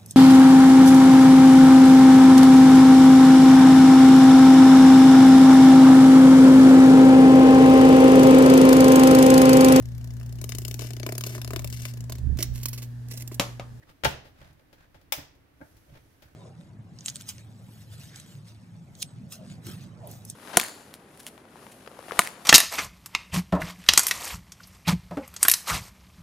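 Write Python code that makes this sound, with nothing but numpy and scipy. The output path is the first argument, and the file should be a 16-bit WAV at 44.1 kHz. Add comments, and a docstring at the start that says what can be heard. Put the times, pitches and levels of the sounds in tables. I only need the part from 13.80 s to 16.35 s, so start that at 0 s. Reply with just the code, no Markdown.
"""A gloved hand works a cast metal part on a garage bench, close by, over a low rumble.
After a few light ticks and rubs the part gives at 0.24 s: a heavy clack excites the casting's damped
modes and shakes the bench. More ticks and glove friction lead to one sharp snap at 1.32 s, which rings
a small steel piece. Soft knocks follow, a faint hiss rises, and the last ticks and rubs die away.
Throughout, nearby surfaces reflect each impact and the small room reverberates."""
import sys
import numpy as np
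from scipy import signal
from scipy.fft import rfft, irfft, next_fast_len
from scipy.io import wavfile
from scipy.ndimage import uniform_filter1d, map_coordinates

SR = 44100
rng = np.random.default_rng(int(sys.argv[2]) if len(sys.argv) > 2 else 0)


def store_wav(level_fs):
    """Save 16-bit WAV to argv[1]."""
    pcm = np.round(np.clip(np.atleast_2d(level_fs), -1, 1) * 32767)
    wavfile.write(sys.argv[1], SR, pcm.T.astype(np.int16))


N = 112454

# spectra of the room's air, a faint drone and a faint hiss: frequency_hz, level_db
AIR_COLOUR = [(15, -24.5), (25, -6.5), (99, 1.5), (169, -10.5), (509, -14), (614, -14.5), (703, -16.5),
              (970, -20), (1750, -19.5), (1950, -20.5), (4750, -31.5), (7300, -39.5), (15500, -34.5)]
DRONE_COLOUR = [(200, -40.5), (270, -6), (305, -6), (345, -10), (420, -43), (2000, -93)]
HISS_COLOUR = [(300, -0.5), (2000, -4.5), (5000, -1.5), (6000, 1), (7000, -3.5), (9000, -3.5),
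               (10700, -1.5), (11250, 2.5), (11800, -1), (15500, -4)]
# course of the hiss: time_s, level_db
HISS_LEVEL = [(0, -75), (1.72, -82), (1.79, -73.5), (1.86, -67), (2.15, -71), (2.299, -70.5), (2.55, -74)]
# left-right coherence of diffuse sound: frequency_hz, coherence_ratio
COHERENCE = [(50, 1), (250, 0.44), (700, 0), (2000, 0), (15000, 0)]
# reverberation time of the room: frequency_hz, t60_s
ROOM_T60 = [(100, .42), (600, .43), (2000, .39), (5500, .39), (9000, .27), (15000, .22)]
# stereo balance of the reverberation: frequency_hz, left_over_right_db
ROOM_BALANCE = [(100, 2.5), (700, -3.5), (1500, 0), (8000, -1), (14000, 3)]
# reflections from nearby surfaces: delay_s, left_db, right_db
ECHOES = [(.0037, -47.5, -0.5), (.0072, -58.5, -10.5), (.0145, -8, -11.5)]
# acoustic shadow on the right channel's direct sound: frequency_hz, gain_db
RIGHT_SHADOW = [(80, 2), (400, 2), (1300, -18), (4000, -22.5), (15000, -23)]

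# strokes of the glove over the casting: start_s, length_s, level_db, squeak_hz, squeak_db
RUBS = [(0.023, .018, -61.5, 1810, 4), (.06, 0.077, -56, 1250, -12), (0.538, 0.21, -56, 1740, -18),
        (0.957, .12, -60, 1600, -6), (1.128, 0.082, -65, 1990, -10.5), (2.059, 0.13, -65.5, 587, -1),
        (2.116, 0.1, -60.5, 2180, -11), (2.38, 0.17, -68.5, 1570, -6)]
# pushes that shake the bench: start_s, level_db, rise_s, t60_s
THUMPS = [(0.24, -23.5, 0.0056, 0.041), (0.2587, -24, 0.005, 0.2), (0.301, -45, 0.025, 0.61),
          (.612, -46, 0.0058, 0.23), (0.701, -50, 0.0062, 0.26), (1.151, -51, 0.0073, 0.19),
          (1.376, -42, 0.0047, 0.24), (1.812, -42.5, 0.0073, 0.13), (2.091, -50, 0.011, 0.48),
          (2.125, -43, 0.0034, 0.092), (2.442, -44, 0.026, 0.18)]
# impacts: start_s, level_db, rise_s, t60_s, treble_db
TICKS = [(.0295, -54, 0.0012, 0.021, -3), (.079, -57, 0.009, .08, 1), (.0985, -45.5, .001, 0.021, 2),
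         (.445, -41.5, .015, .12, -6), (.615, -44.5, 0.00118, 0.036, -14), (.729, -55, 0.00073, .03, 15),
         (.794, -49, 0.0016, 0.023, -7), (.928, -46.5, 0.0011, 0.052, -1.5),
         (1.143, -45.5, .003, 0.065, -10.5), (1.213, -51.5, 0.00098, .03, 6.5),
         (1.551, -56, .001, 0.033, 4), (1.967, -49.5, .002, 0.043, 14), (2.149, -42, 0.01, 0.076, -12.5),
         (2.421, -45.5, 0.0017, 0.069, 0.5)]  # metal lightly on metal
KNOCKS = [(1.378, -40.5, .006, 0.11, -8.5), (1.804, -45, 0.0023, 0.033, -9),
          (1.8125, -40, 0.0016, 0.08, 25)]  # the part on the bench
SNAPS = [(1.3228, -7.5, 0.00013, 0.0055, -2.5), (1.3262, -18, 0.00022, 0.036, 4.5)]  # snap and rebound
CLACKS = [(.2355, -18.5, 0.0017, 0.048, 0), (.246, -5, 0.0018, 0.011, 22), (.2495, -9, 0.0018, 0.043, -1)]  # first slip, hard contact, seating
# spectra of the friction and of each kind of impact: frequency_hz, level_db
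RUB_COLOUR = [(150, 9), (350, -16.5), (620, 1), (950, -4), (1700, -3), (3000, -8.5), (5000, -13),
              (8000, -20.5), (15000, -22)]
TICK_COLOUR = [(100, 0.5), (350, -5), (520, 2), (650, 2), (1000, -8.5), (1700, -3), (3000, -6),
               (5000, -7.5), (8000, -17), (15000, -12.5)]
KNOCK_COLOUR = [(50, -13.5), (140, -0.5), (290, 3.5), (400, -11.5), (620, 4), (780, -4.5), (900, -13),
                (1250, -14.5), (1600, 0), (1800, -19), (2200, -15.5), (2800, -36), (6000, -54),
                (15000, -58)]
SNAP_COLOUR = [(100, -25.5), (380, -16.5), (640, 0), (900, -2.5), (1400, -6), (2300, -1.5), (3400, -4),
               (4600, -5.5), (5300, -2), (6300, -5), (7200, -8), (10500, -9.5), (13300, -3), (15500, -1.5)]
CLACK_COLOUR = [(60, -30), (180, 1), (260, -23), (340, -7.5), (410, -1.5), (520, 3), (850, -2),
                (1120, -6.5), (1500, -1.5), (3300, -5.5), (5000, -12), (9000, -23), (15000, -24.5)]
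# modes of the bench: pitch_hz, level_db
BENCH_MODES = [(36, -30.5), (72, -1), (82, 0), (114, -3.5), (124, 0), (138, 1), (182, -12.5), (330, -18)]
# modes of the hand-damped casting and of the steel piece that snaps: pitch_hz, level_db, t60_s
CASTING_MODES = [(326.6, -0.5, 0.05), (584, -12, 0.15), (690, -3, 0.2), (876, 11.5, 0.099),
                 (1460, -0.5, 0.045), (1430, -4.5, 0.12), (2000, -1.5, .1), (2910, -15, .06),
                 (3230, -3, 0.046), (4860, -13.5, .05), (6320, -8.5, 0.034), (6860, -6.5, 0.028)]
STEEL_MODES = [(850, 4.5, 0.11), (1150, -9, 0.077), (2210, 7, .035), (2333, -11, 0.054), (2572, 7.5, .04),
               (3526, 4.5, 0.014), (5150, -2, 0.025), (5000, -1.5, 0.018), (6090, 6, .04),
               (7680, 10.5, .03), (9000, 5, 0.0067), (12200, -0.5, 0.022), (13700, 1, 0.0086)]

AIR_DB, DRONE_DB = -62, -70.5
CHANNEL_LAG_S, TOP_HZ = .0003, 15800
RING_SHARE = .2  # share of the ringing that feeds the room


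def amp(db):
    """Amplitude ratio: tenfold for every 20 decibels."""
    return 10 ** (np.asarray(db) / 20)


def unit(x):
    """Normalisation to rms 1."""
    return x / np.sqrt(np.mean(x ** 2) + 1e-20)


def along(points, hz):
    """Interpolation of (frequency_hz, value) points on a logarithmic frequency axis."""
    frequencies, values = np.transpose(points)
    return np.interp(np.log(hz + 1), np.log(frequencies + 1), values)


def filtered(x, response):
    """Linear filtering: the spectrum is multiplied by a complex frequency response."""
    size = next_fast_len(N + SR // 2)
    return irfft(rfft(x, size) * response(np.fft.rfftfreq(size, 1 / SR)), size)[..., :N]


def minimum_phase(colour, treble_db, size=4096):
    """Folding the cepstrum gives a causal, unit-energy response for a colour with a treble shelf."""
    hz = np.fft.rfftfreq(size, 1 / SR)
    shelf_db = treble_db * hz ** 2 / (hz ** 2 + 4000 ** 2)
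    cepstrum = irfft(np.log(amp(along(colour, hz) + shelf_db)))
    cepstrum[1:size // 2] *= 2
    cepstrum[size // 2 + 1:] = 0
    response = irfft(np.exp(rfft(cepstrum)))
    return response / np.linalg.norm(response)


def diffuse(colour):
    """A diffuse field: stereo noise of rms 1, coherent in the bass and incoherent in the treble."""
    def mid_and_side(hz):
        angle = np.arccos(np.clip(along(COHERENCE, hz), -1, 1)) / 2
        return amp(along(colour, hz)) * [np.cos(angle), np.sin(angle)]
    mid, side = filtered(rng.standard_normal((2, N)), mid_and_side)
    return unit(np.array([mid + side, mid - side]))


def wobble(rate_hz):
    """Random modulation: a spline through rate_hz random knots a second."""
    knots = rng.standard_normal(int(N * rate_hz / SR) + 4)
    return map_coordinates(knots, [np.arange(N) * rate_hz / SR])


def envelope(start, rise, t60, size=N):
    """Damping: exponential decay after a quick rise."""
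    age = np.maximum(np.arange(size) / SR - start, 0)
    return (1 - np.exp(-age / rise)) * amp(-60 * age / t60)


def background(waver_db):
    """Diffuse noises superpose: steady air and drone, a wavering rumble, a faint hiss that rises late."""
    hiss = amp(np.interp(np.arange(N) / SR, *np.transpose(HISS_LEVEL))) * diffuse(HISS_COLOUR)
    air = amp(AIR_DB) * diffuse(AIR_COLOUR) * amp([[-.7], [.7]])
    rumble = filtered(air, lambda hz: 1 / (1 + (hz / 200) ** 2))
    waver = (amp(waver_db * wobble(rate_hz=17)) - 1) * rumble
    drone = amp(DRONE_DB) * diffuse(DRONE_COLOUR)
    return air + waver + drone + hiss * amp([[-1.5], [1.5]])


def room_tail(x, treble_db):
    """Reverberation: each band stores the sound's energy and loses it at its own rate."""
    hz, t, spectrum = signal.stft(x, SR, nperseg=256)
    decay = amp(-120 * t / along(ROOM_T60, hz)[:, None]) * (1 - np.exp(-t / 0.0038))
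    decay /= decay.sum(1, keepdims=True)
    energy = signal.fftconvolve(np.abs(spectrum) ** 2, decay, axes=1)[:, :len(t)]
    noise = signal.stft(diffuse([(100, 0.0035), (15000, 0.00089)]), nperseg=256)[2]
    gain = np.sqrt(np.abs(energy)) * amp(along([(3000, 0), (15000, treble_db)], hz))[:, None]
    tail = signal.istft(gain * noise / np.std(noise), nperseg=256)[1]
    return np.pad(tail, ((0, 0), (128, 0)))[:, :N]  # the tail arrives 3 ms late


def garage(sound, room_db, room_treble_db, echo_db, right_db):
    """Multipath propagation: direct sound from the left, early reflections, then reverberation."""
    def early_paths(hz):
        delay = lambda seconds: np.exp(-2j * np.pi * hz * seconds)
        shadowed = amp(along(RIGHT_SHADOW, hz) + right_db) * delay(CHANNEL_LAG_S)
        direct = np.array([np.ones(len(hz)), shadowed])
        echoes = sum(np.array([amp(left) * delay(lag + CHANNEL_LAG_S), amp(right) * delay(lag)])
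                     for lag, left, right in ECHOES)
        return direct + amp(echo_db) * echoes / (1 + 1j * hz / 6000)  # echoes lose treble
    impacts, ringing = sound
    early = filtered(impacts + ringing, early_paths)
    tail = room_tail(impacts + RING_SHARE * ringing, room_treble_db)
    tail = filtered(tail, lambda hz: amp(along(ROOM_BALANCE, hz) * np.array([[.5], [-.5]])))
    return early + amp(room_db) * tail


def glove(grain_db, squeak_octaves):
    """Sliding friction: grainy noise and a narrow squeak band swell and fade with each stroke."""
    t, out = np.arange(N) / SR, np.zeros((2, N))
    friction, slips = diffuse(RUB_COLOUR), diffuse([(100, 0), (15000, 0)])
    for start, length, db, squeak_hz, squeak_db in RUBS:
        band = lambda hz: np.exp(-.5 * (np.log2((hz + 1) / squeak_hz) / squeak_octaves) ** 2)
        squeak = unit(filtered(slips, band))
        stroke = np.sin(np.pi * np.clip((t - start) / length, 0, 1))
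        out += amp(db) * stroke * (friction + amp(squeak_db) * squeak)
    return out * unit(amp(grain_db * wobble(rate_hz=180)))


def bench(detune=0.0087):
    """Free vibration: each push sets the bench's low modes swinging, and damping stills them."""
    t, out = np.arange(N) / SR, np.zeros(N)
    for start, db, rise, t60 in THUMPS:
        swing = sum(amp(level) * np.sin(2 * np.pi * hz * (1 + detune * rng.standard_normal()) * (t - start))
                    for hz, level in BENCH_MODES)
        out -= amp(db) * envelope(start, rise, t60) * unit(swing)
    return out * amp([[-2.2], [1.8]]) + amp(-16) * room_tail(out, treble_db=0)


def burst(rise, t60, scatter, size=8192):
    """Broadband excitation: one hard impact plus a share of scattered micro-impacts, whitened."""
    share = np.clip(scatter, .05, 1)
    shape = envelope(0, rise, t60, size)
    force = np.sqrt(share / size) * unit(shape * rng.standard_normal(size))
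    force[int(rise * SR)] += np.sqrt(1 - share)
    spectrum = rfft(force, 2 * size)
    smooth_power = np.abs(uniform_filter1d(np.abs(spectrum) ** 2, size=41))
    whitened = irfft(spectrum / np.sqrt(smooth_power + 1e-12))[:size]
    return unit(whitened) * np.sqrt(np.mean(shape ** 2))


def contacts(rows, colour, modes, scatter):
    """Modal response: coloured bursts drive damped resonances; returns (impacts, ringing)."""
    impacts, t = np.zeros(N + SR), np.arange(SR // 2) / SR
    for start, db, rise, t60, treble_db in rows:
        hit = signal.fftconvolve(burst(rise, t60, scatter), minimum_phase(colour, treble_db))
        impacts[int(start * SR):][:len(hit)] += amp(db) * hit
    # scaled so that db is each mode's gain at resonance
    ring = sum(amp(db - 60 * t / t60) * np.cos(2 * np.pi * hz * t) * 2 * np.log(1000) / (t60 * SR)
               for hz, db, t60 in modes)
    return np.array([impacts[:N], signal.fftconvolve(impacts, ring)[:N]])


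def taps():
    """Weak impacts: metal ticks and dull knocks on the bench lightly excite the casting's modes."""
    ticks = contacts(TICKS, TICK_COLOUR, CASTING_MODES, scatter=0.95)
    knocks = contacts(KNOCKS, KNOCK_COLOUR, CASTING_MODES, scatter=.6)
    return garage(ticks + knocks, room_db=-9, room_treble_db=3.5, echo_db=-4.5, right_db=1)


def snap():
    """A brief contact has a wide spectrum: the snap and its rebound ring the steel's high modes."""
    sound = contacts(SNAPS, SNAP_COLOUR, STEEL_MODES, scatter=0.68)
    return garage(sound, room_db=-7, room_treble_db=-2.5, echo_db=-3.5, right_db=-5)


def clack():
    """Impact excitation: the casting slips, strikes and seats, and the hand damps its ringing."""
    sound = contacts(CLACKS, CLACK_COLOUR, CASTING_MODES, scatter=0.78)
    return garage(sound, room_db=-9, room_treble_db=1, echo_db=-3, right_db=-4.5)


def scene():
    """Superposition: the pressures of the handling sounds and the background add."""
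    handling = clack() + snap() + taps() + bench() + glove(grain_db=2.5, squeak_octaves=0.13)
    return handling + background(waver_db=1.98)


def record(dry):
    """Band limiting: the response falls to zero across 300 Hz centred on TOP_HZ."""
    return filtered(dry, lambda hz: np.clip((TOP_HZ - hz) / 300 + .5, 0, 1))


dry = scene()
out = record(dry)
store_wav(out)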